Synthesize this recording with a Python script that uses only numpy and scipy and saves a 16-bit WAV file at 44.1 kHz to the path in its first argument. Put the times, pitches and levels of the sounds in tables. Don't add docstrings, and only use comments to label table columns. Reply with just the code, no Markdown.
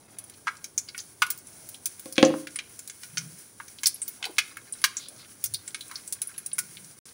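import sys
import numpy as np
from scipy import signal
from scipy.fft import rfft, irfft, next_fast_len
from scipy.io import wavfile
from scipy.ndimage import uniform_filter1d

SR = 44100
rng = np.random.default_rng(int(sys.argv[2]) if len(sys.argv) > 2 else 0)


def put_to_file(sound):
    columns = np.atleast_2d(sound).T
    safe = np.clip(columns, -1, 1)
    whole_steps = np.round(safe * 32767)
    wavfile.write(sys.argv[1], SR, whole_steps.astype(np.int16))


N = 314433
TIME = np.arange(N) / SR

# (frequency [Hz], level per Hz [dB])
RUMBLE_SPECTRUM = [(20, -19), (50, -16), (100, 1), (170, -3.5), (330, -3), (600, -11), (1000, -13.5),
                   (2500, -29)]
# (time of peak [s], length either side [s], centre [Hz], level [dB])
NOISE_SWELLS = [(0.14, 0.24, 695, -65.5), (1.686, .17, 700, -65.5), (3.235, 0.11, 148, -47),
                (4.262, 0.049, 830, -47.5), (4.291, 0.036, 398, -48), (5.036, 0.054, 4020, -47),
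                (5.133, 0.042, 570, -58.5), (5.208, .03, 4270, -53), (5.52, 0.07, 101.4, -51),
                (5.924, 0.021, 1180, -48.5), (6.31, 0.017, 1610, -54), (6.73, 0.26, 157, -58.5)]
# (time [s], body level [dB], clack centre [Hz], clack width [octaves], clack level [dB])
JAR_CONTACTS = [(2.057, -30, 2520, 8.4, -16), (2.1803, -9.5, 2530, 1.1, 7.5), (2.2275, 0.5, 1700, 2.3, 9),
                (2.304, -14.5, 1100, 2.8, -16.5), (2.3389, -19.5, 980, 0.9, -8.5)]
# (frequency [Hz], level [dB], time to fade by 60 dB [s])
COUNTER_TONES = [(159.7, -28, 0.42), (242, -23, 0.4), (283.6, 6.5, 0.025), (295.2, -18, 0.47),
                 (323.7, -17, 0.34), (422, -30.5, .33), (499.3, -20, .24), (528, -15, .35),
                 (529, -6.5, 0.068), (620, -25.5, 0.29), (740, -24, 0.27), (779, -10, 0.034),
                 (1066, -16, 0.082), (1370, -28.5, 0.058)]
# (time [s], sizzle level [dB], bubbling level [dB])
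FRYING_LEVELS = [(0.0, -57, -51.5), (1.64, -51.5, -75.5), (2.24, -49.5, -43), (2.54, -52, -67),
                 (3.7, -51, -63), (4.12, -52, -54.5), (4.57, -51, -59.5), (6.23, -52, -55),
                 (6.95, -49.5, -56)]
# (frequency [Hz], level per Hz [dB])
SIZZLE_SPECTRUM = [(600, -18), (1600, -6.5), (2800, -9), (4000, -8), (5800, -0.5), (7200, -1), (9500, 2.5),
                   (12500, -3), (16000, 0.5)]
# (frequency [Hz], width [Hz], level over the direct sound [dB])
PAN_RESONANCES = [(1060, 14, -9), (1463, 61, 2), (1605, 56, -0.5), (2184, 58, 3), (2367, 76, -6.5),
                  (3240, 200, -16.5), (3970, 23, -3.5), (4380, 36, -1), (5840, 137, -7.5)]
# (time [s], cavity pitch [Hz], cavity ring level [dB], snap level [dB], spray level [dB])
DROPLETS = [(0.185, 10300, -10, -26.5, -9.5), (0.239, 10100, -20.5, -43, -19.5),
            (0.297, 10500, -25, -30, -16), (0.4701, 1450, 1, -12.5, -25), (0.4786, 1410, 1, -11, -37),
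            (0.642, 6070, -8, -17, -11), (0.7776, 6610, 7.5, -13.5, -4), (0.886, 4560, -11.5, -17.5, -33.5),
            (0.946, 2020, -14, -33, -32.5), (0.9778, 5630, -9.5, -16.5, -8.5),
            (0.9887, 4430, -10.5, -18.5, -52), (1.0, 6440, -10, -28.5, -29), (1.2193, 1360, 7.5, 3, 1),
            (1.223, 2670, 2.5, -20, -18), (1.265, 11200, -12, -16, -16), (1.3024, 15000, 1, -12.5, 3.5),
            (1.375, 15700, -12.5, -35, -16), (1.6885, 13500, -8, -28, -10.5), (1.8566, 6300, -6, -14, 5.5),
            (1.994, 15700, -12, -28.5, -12.5), (2.124, 5000, -17.5, -39, -6.5),
            (2.249, 6220, 2, -22.5, -22.5), (2.164, 2600, -22, -17, -24), (2.470, 1780, -17, -12.5, -17),
            (2.558, 9230, -4.5, -11.5, -19), (2.588, 2540, -6, -7, -35), (2.791, 7240, -12.5, -24, -10.5),
            (2.875, 4200, -27, -27, -8.5), (2.897, 7060, -12, -15.5, -35), (3.033, 5070, -20, -14.5, -18),
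            (3.1717, 2330, -11, -1.5, -28), (3.18, 5970, 0.5, -41, -10), (3.6, 1300, -10, -40, -34),
            (3.68, 5820, -19.5, -23.5, -17), (3.8331, 6760, -2, -4.5, -1.5), (3.8573, 5100, 10, -8.5, 3),
            (3.868, 9200, 1, -15, 12.5), (3.943, 11070, -6.5, -49, -33), (4.017, 8350, -0.5, -22.5, -31),
            (4.028, 8660, -5, -37, -29.5), (4.079, 14400, 0, -29, -4.5), (4.226, 2890, -7, -9.5, -35),
            (4.241, 2830, -5.5, -8, -33), (4.253, 4000, -7, -10.5, -7.5), (4.3824, 2760, 6.5, 9, 1.5),
            (4.569, 1710, -13, -38.5, -12.5), (4.7238, 9060, -4.5, -54, -24), (4.816, 10470, -14, -22, -32),
            (4.84, 1430, -1, 11.5, 8), (4.968, 6780, 0.5, -19, -29), (5.084, 9550, -16.5, -38, -14),
            (5.4395, 14700, 5, -17.5, 5), (5.457, 6040, -7.5, -24, -6), (5.538, 9700, -7, -41, -0.5),
            (5.5437, 4370, -2.5, -43, -25), (5.677, 8240, -6, -18, -36), (5.745, 9400, -11, -6, -28),
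            (5.8077, 3700, -11.5, -38, -12), (5.895, 1400, -29, -54, -33), (5.912, 1320, -18, -17, -13),
            (5.956, 4880, -6, -45, -37), (6.076, 8020, -10, -46, -12), (6.124, 9480, -5.5, -27, 2.5),
            (6.217, 10070, -3, -14.5, 0), (6.2715, 10600, -8, -54, -37), (6.379, 10750, -4.5, -22, -12),
            (6.461, 9500, -7.5, -30, -5.5), (6.531, 9400, -3, -45, -30), (6.582, 1720, -7.5, -20, 0.5),
            (6.588, 9600, -4, -17, 4.5)]
# (level of strongest part [dB], click height [times noise spread], rise [s], crack's 60 dB fade [s])
DROPLET_FORCE = [(-16, 1.2, .0012, 0.0072), (6.5, 1.1, 0.00082, 0.0019)]
# (shortest [s], longest [s])
WALL_ECHO_DELAYS = (.0008, 0.0032)
# (frequency [Hz], level [dB])
MICROPHONE_COLOUR = [(6000, 0.5), (7900, -2.5), (10000, 6), (11300, -2.5), (12700, -10.5), (13900, -11),
                     (15000, 0.5)]
# (start [s], end [s])
SILENT_SPAN = (6.989, 7.055)

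KITCHEN_T60_S = 0.31
SWELL_OCTAVES = 0.52
STIR_DB = -64.5
SETTLE_T60_S = 1.3
CAVITY_WIDTH_HZ, CAVITY_MID_HZ = 1310, 5000
WIDTH_POWER = 0.21
WALL_ECHO_DB = -7.5
CLIP_LEVEL, CUTOFF_HZ = 0.92, 15700


def from_db(db):
    return 10 ** (np.asarray(db) / 20)


def rms_one(x):
    return x / np.sqrt(np.mean(x ** 2) + 1e-20)


def add(out, s, sound):
    at = int(s * SR)
    out[at:at + len(sound)] += sound[:N - at]


def colour(x, points):
    hz, db = np.transpose(points)
    size = next_fast_len(N + 4096)
    bins_hz = np.arange(size // 2 + 1) * SR / size
    gain = from_db(np.interp(np.log(bins_hz + 1), np.log(hz), db))
    return irfft(rfft(x, size) * gain, size)[..., :N]


def band(x, hz, octaves):
    half = 2 ** (max(octaves, 0.05) / 2)
    edges = [min(hz / half, 0.4 * SR), min(hz * half, 0.44 * SR)]
    return signal.sosfilt(signal.butter(2, edges, "band", fs=SR, output="sos"), x + 1e-18)


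def high_pass(x, hz, order=2):
    return signal.sosfilt(signal.butter(order, hz, "high", fs=SR, output="sos"), x + 1e-18)


def drift(per_s):
    knots = rng.standard_normal(int(per_s * N / SR) + 2)
    return rms_one(np.interp(TIME * per_s, np.arange(len(knots)), knots))


def burst(hz, octaves, click=1.38, rise_s=0.0007, crack_t60=0.005, scatter_db=-11.5, scatter_t60=0.063):
    t = TIME[:SR // 12]
    fade = from_db(-60 * t / crack_t60) + from_db(scatter_db - 60 * t / scatter_t60)
    push = rng.standard_normal(len(t)) * fade
    push *= 1 - np.exp(-(t / rise_s) ** 2)
    push[SR // 1200] += click
    sound = band(push, hz, octaves)
    return sound / np.sqrt(np.sum(sound ** 2))


def kitchen(x, wall_hz=7500, build_s=0.0041):
    t = TIME[:SR // 2]
    fade = from_db(-60 * t / KITCHEN_T60_S) * (1 - np.exp(-t / build_s))
    tail = rng.standard_normal(len(t)) * fade
    tail /= np.sqrt(np.sum(tail ** 2))
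    walls = signal.butter(1, min(wall_hz, SR / 3), fs=SR, output="sos")
    return signal.fftconvolve(x, signal.sosfilt(walls, tail))[:N]


def rumble(level_db, rise_db):
    level = from_db(level_db + rise_db * TIME / TIME[-1] + 0.68 * drift(4.036))
    return level * rms_one(colour(rng.standard_normal(N), RUMBLE_SPECTRUM))


def swells(grain_db=-1.0):
    out, grain = np.zeros(N), from_db(grain_db * drift(150))
    for s, length, hz, db in NOISE_SWELLS:
        shape = np.exp(-((TIME - s) / length) ** 2)
        noise = rms_one(band(grain * rng.standard_normal(N), hz, SWELL_OCTAVES))
        out += from_db(db) * shape * noise
    return out


def jar(body_db=-1.0, clack_db=-0.5, low_hz=100, jar_room_db=-8.0, room_low_hz=650):
    t, thud, clack = TIME[:SR * 2 // 3], np.zeros(N), np.zeros(N)
    body = sum(from_db(db - 60 * t / t60) * np.sin(2 * np.pi * hz * t) for hz, db, t60 in COUNTER_TONES)
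    body = body * (1 - np.exp(-t / 0.0039))
    for s, blow_db, hz, octaves, edge_db in JAR_CONTACTS:
        add(thud, s, from_db(body_db + blow_db) * body)
        hit = burst(hz, octaves, click=5.6, crack_t60=0.006, scatter_db=-11.5, scatter_t60=0.066)
        add(clack, s, from_db(clack_db + edge_db) * hit)
    knock = high_pass(thud + clack, low_hz, order=3)
    return knock + from_db(jar_room_db) * kitchen(high_pass(knock, room_low_hz))


def pan_body(x):
    ringing = 0
    for hz, width, db in PAN_RESONANCES:
        ringing = ringing + from_db(db) * signal.lfilter(*signal.iirpeak(hz, hz / width, fs=SR), x + 1e-18)
    return x + ringing


def stirring():
    kicks, keep = np.zeros(N), from_db(-60 / (SETTLE_T60_S * SR))
    for s, _, _, snap_db, _ in DROPLETS:
        kicks[int(s * SR)] = from_db(STIR_DB + snap_db)
    return signal.lfilter([1], [1, -keep], kicks)


def bubbling(per_s=130.0, low_hz=1150, high_hz=7000, width_hz=45, spread_db=2.5, clump_db=3.5, count=18):
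    sizes = from_db(clump_db * drift(12) + spread_db * np.minimum(rng.exponential(1, N), 2))
    at, out = np.flatnonzero(rng.random(N) < per_s / SR), np.zeros(N)
    detune = 1 + rng.uniform(-0.55, 0.4, count) / count
    for hz in np.geomspace(low_hz, high_hz, count) * detune:
        clicks = np.full(N, 1e-18)
        clicks[at] = sizes[at] * rng.standard_normal(len(at))
        out += signal.lfilter(*signal.iirpeak(hz, hz / width_hz, fs=SR), clicks)
    return rms_one(out)


def sizzle(heat, flutter_db=2.37, level_db=0.5):
    hiss = rms_one(colour(rng.standard_normal(N), SIZZLE_SPECTRUM))
    return heat * from_db(level_db + flutter_db * drift(25)) * hiss


def crackle(heat, per_s=12.0, level_db=20.5, spread_db=6.0, low_hz=2200, high_hz=14000):
    out = np.zeros(N)
    for when, size, pitch in rng.random((int(per_s * N / SR), 3)):
        hz = low_hz * (high_hz / low_hz) ** np.sqrt(pitch)
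        size_db = level_db + spread_db * min(-np.log(size), 2)
        tick = burst(hz, 0.83, click=1.2, rise_s=0.00097, crack_t60=0.006)
        add(out, when * TIME[-1], heat[int(when * N)] * from_db(size_db) * tick)
    return out


def pops(snap_hz=3130, snap_octaves=2.13, spray_hz=11300, spray_octaves=1.65):
    out = np.zeros(N)
    force_db, *shapes = np.transpose(DROPLET_FORCE)
    lags = rng.uniform(*WALL_ECHO_DELAYS, len(DROPLETS))
    for (s, hz, ring_db, snap_db, spray_db), lag in zip(DROPLETS, lags):
        width = CAVITY_WIDTH_HZ * (hz / CAVITY_MID_HZ) ** WIDTH_POWER
        octaves = 2 * np.arcsinh(width / hz / 2) / np.log(2)
        strongest_db = max(ring_db, snap_db, spray_db)
        attack = [np.interp(strongest_db, force_db, shape) for shape in shapes]
        ring = from_db(ring_db) * burst(hz, octaves, *attack)
        snap = from_db(snap_db) * burst(snap_hz, snap_octaves, *attack)
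        spray = from_db(spray_db) * burst(spray_hz, spray_octaves, *attack)
        pop = ring + snap + spray
        add(out, s, pop)
        add(out, s + lag, from_db(WALL_ECHO_DB) * pop)
    return out


def scene(pops_db=-2.0, pop_floor_hz=850, bubbling_db=-10.5, room_db=-15.0,
          rumble_db=-59.5, rumble_rise_db=-0.5, side_db=-15.0):
    s, *levels = np.transpose(FRYING_LEVELS)
    heat, boil = (from_db(np.interp(TIME, s, level)) for level in levels)
    background = rumble(rumble_db, rumble_rise_db) + swells()
    bubbles = (from_db(bubbling_db) * boil + stirring()) * bubbling()
    frying = pan_body(sizzle(heat) + bubbles)
    droplets = from_db(pops_db) * pops() + crackle(heat)
    bursts = pan_body(high_pass(droplets, pop_floor_hz, order=4))
    mid = background + jar() + frying + bursts + from_db(room_db) * kitchen(bursts)
    loudness = uniform_filter1d(np.abs(bursts), SR // 100)
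    late_treble = high_pass(np.roll(bursts, SR // 1000), 5300, order=10)
    side = from_db(side_db) * loudness / loudness.max() * late_treble
    return np.array([mid + side, mid - side])


def record(dry):
    live = (TIME < SILENT_SPAN[0]) | (TIME > SILENT_SPAN[1])
    sound = np.clip(colour(dry, MICROPHONE_COLOUR) * live, -CLIP_LEVEL, CLIP_LEVEL)
    return signal.sosfilt(signal.ellip(10, 0.2, 70, CUTOFF_HZ, fs=SR, output="sos"), sound)


dry = scene()
out = record(dry)
put_to_file(out)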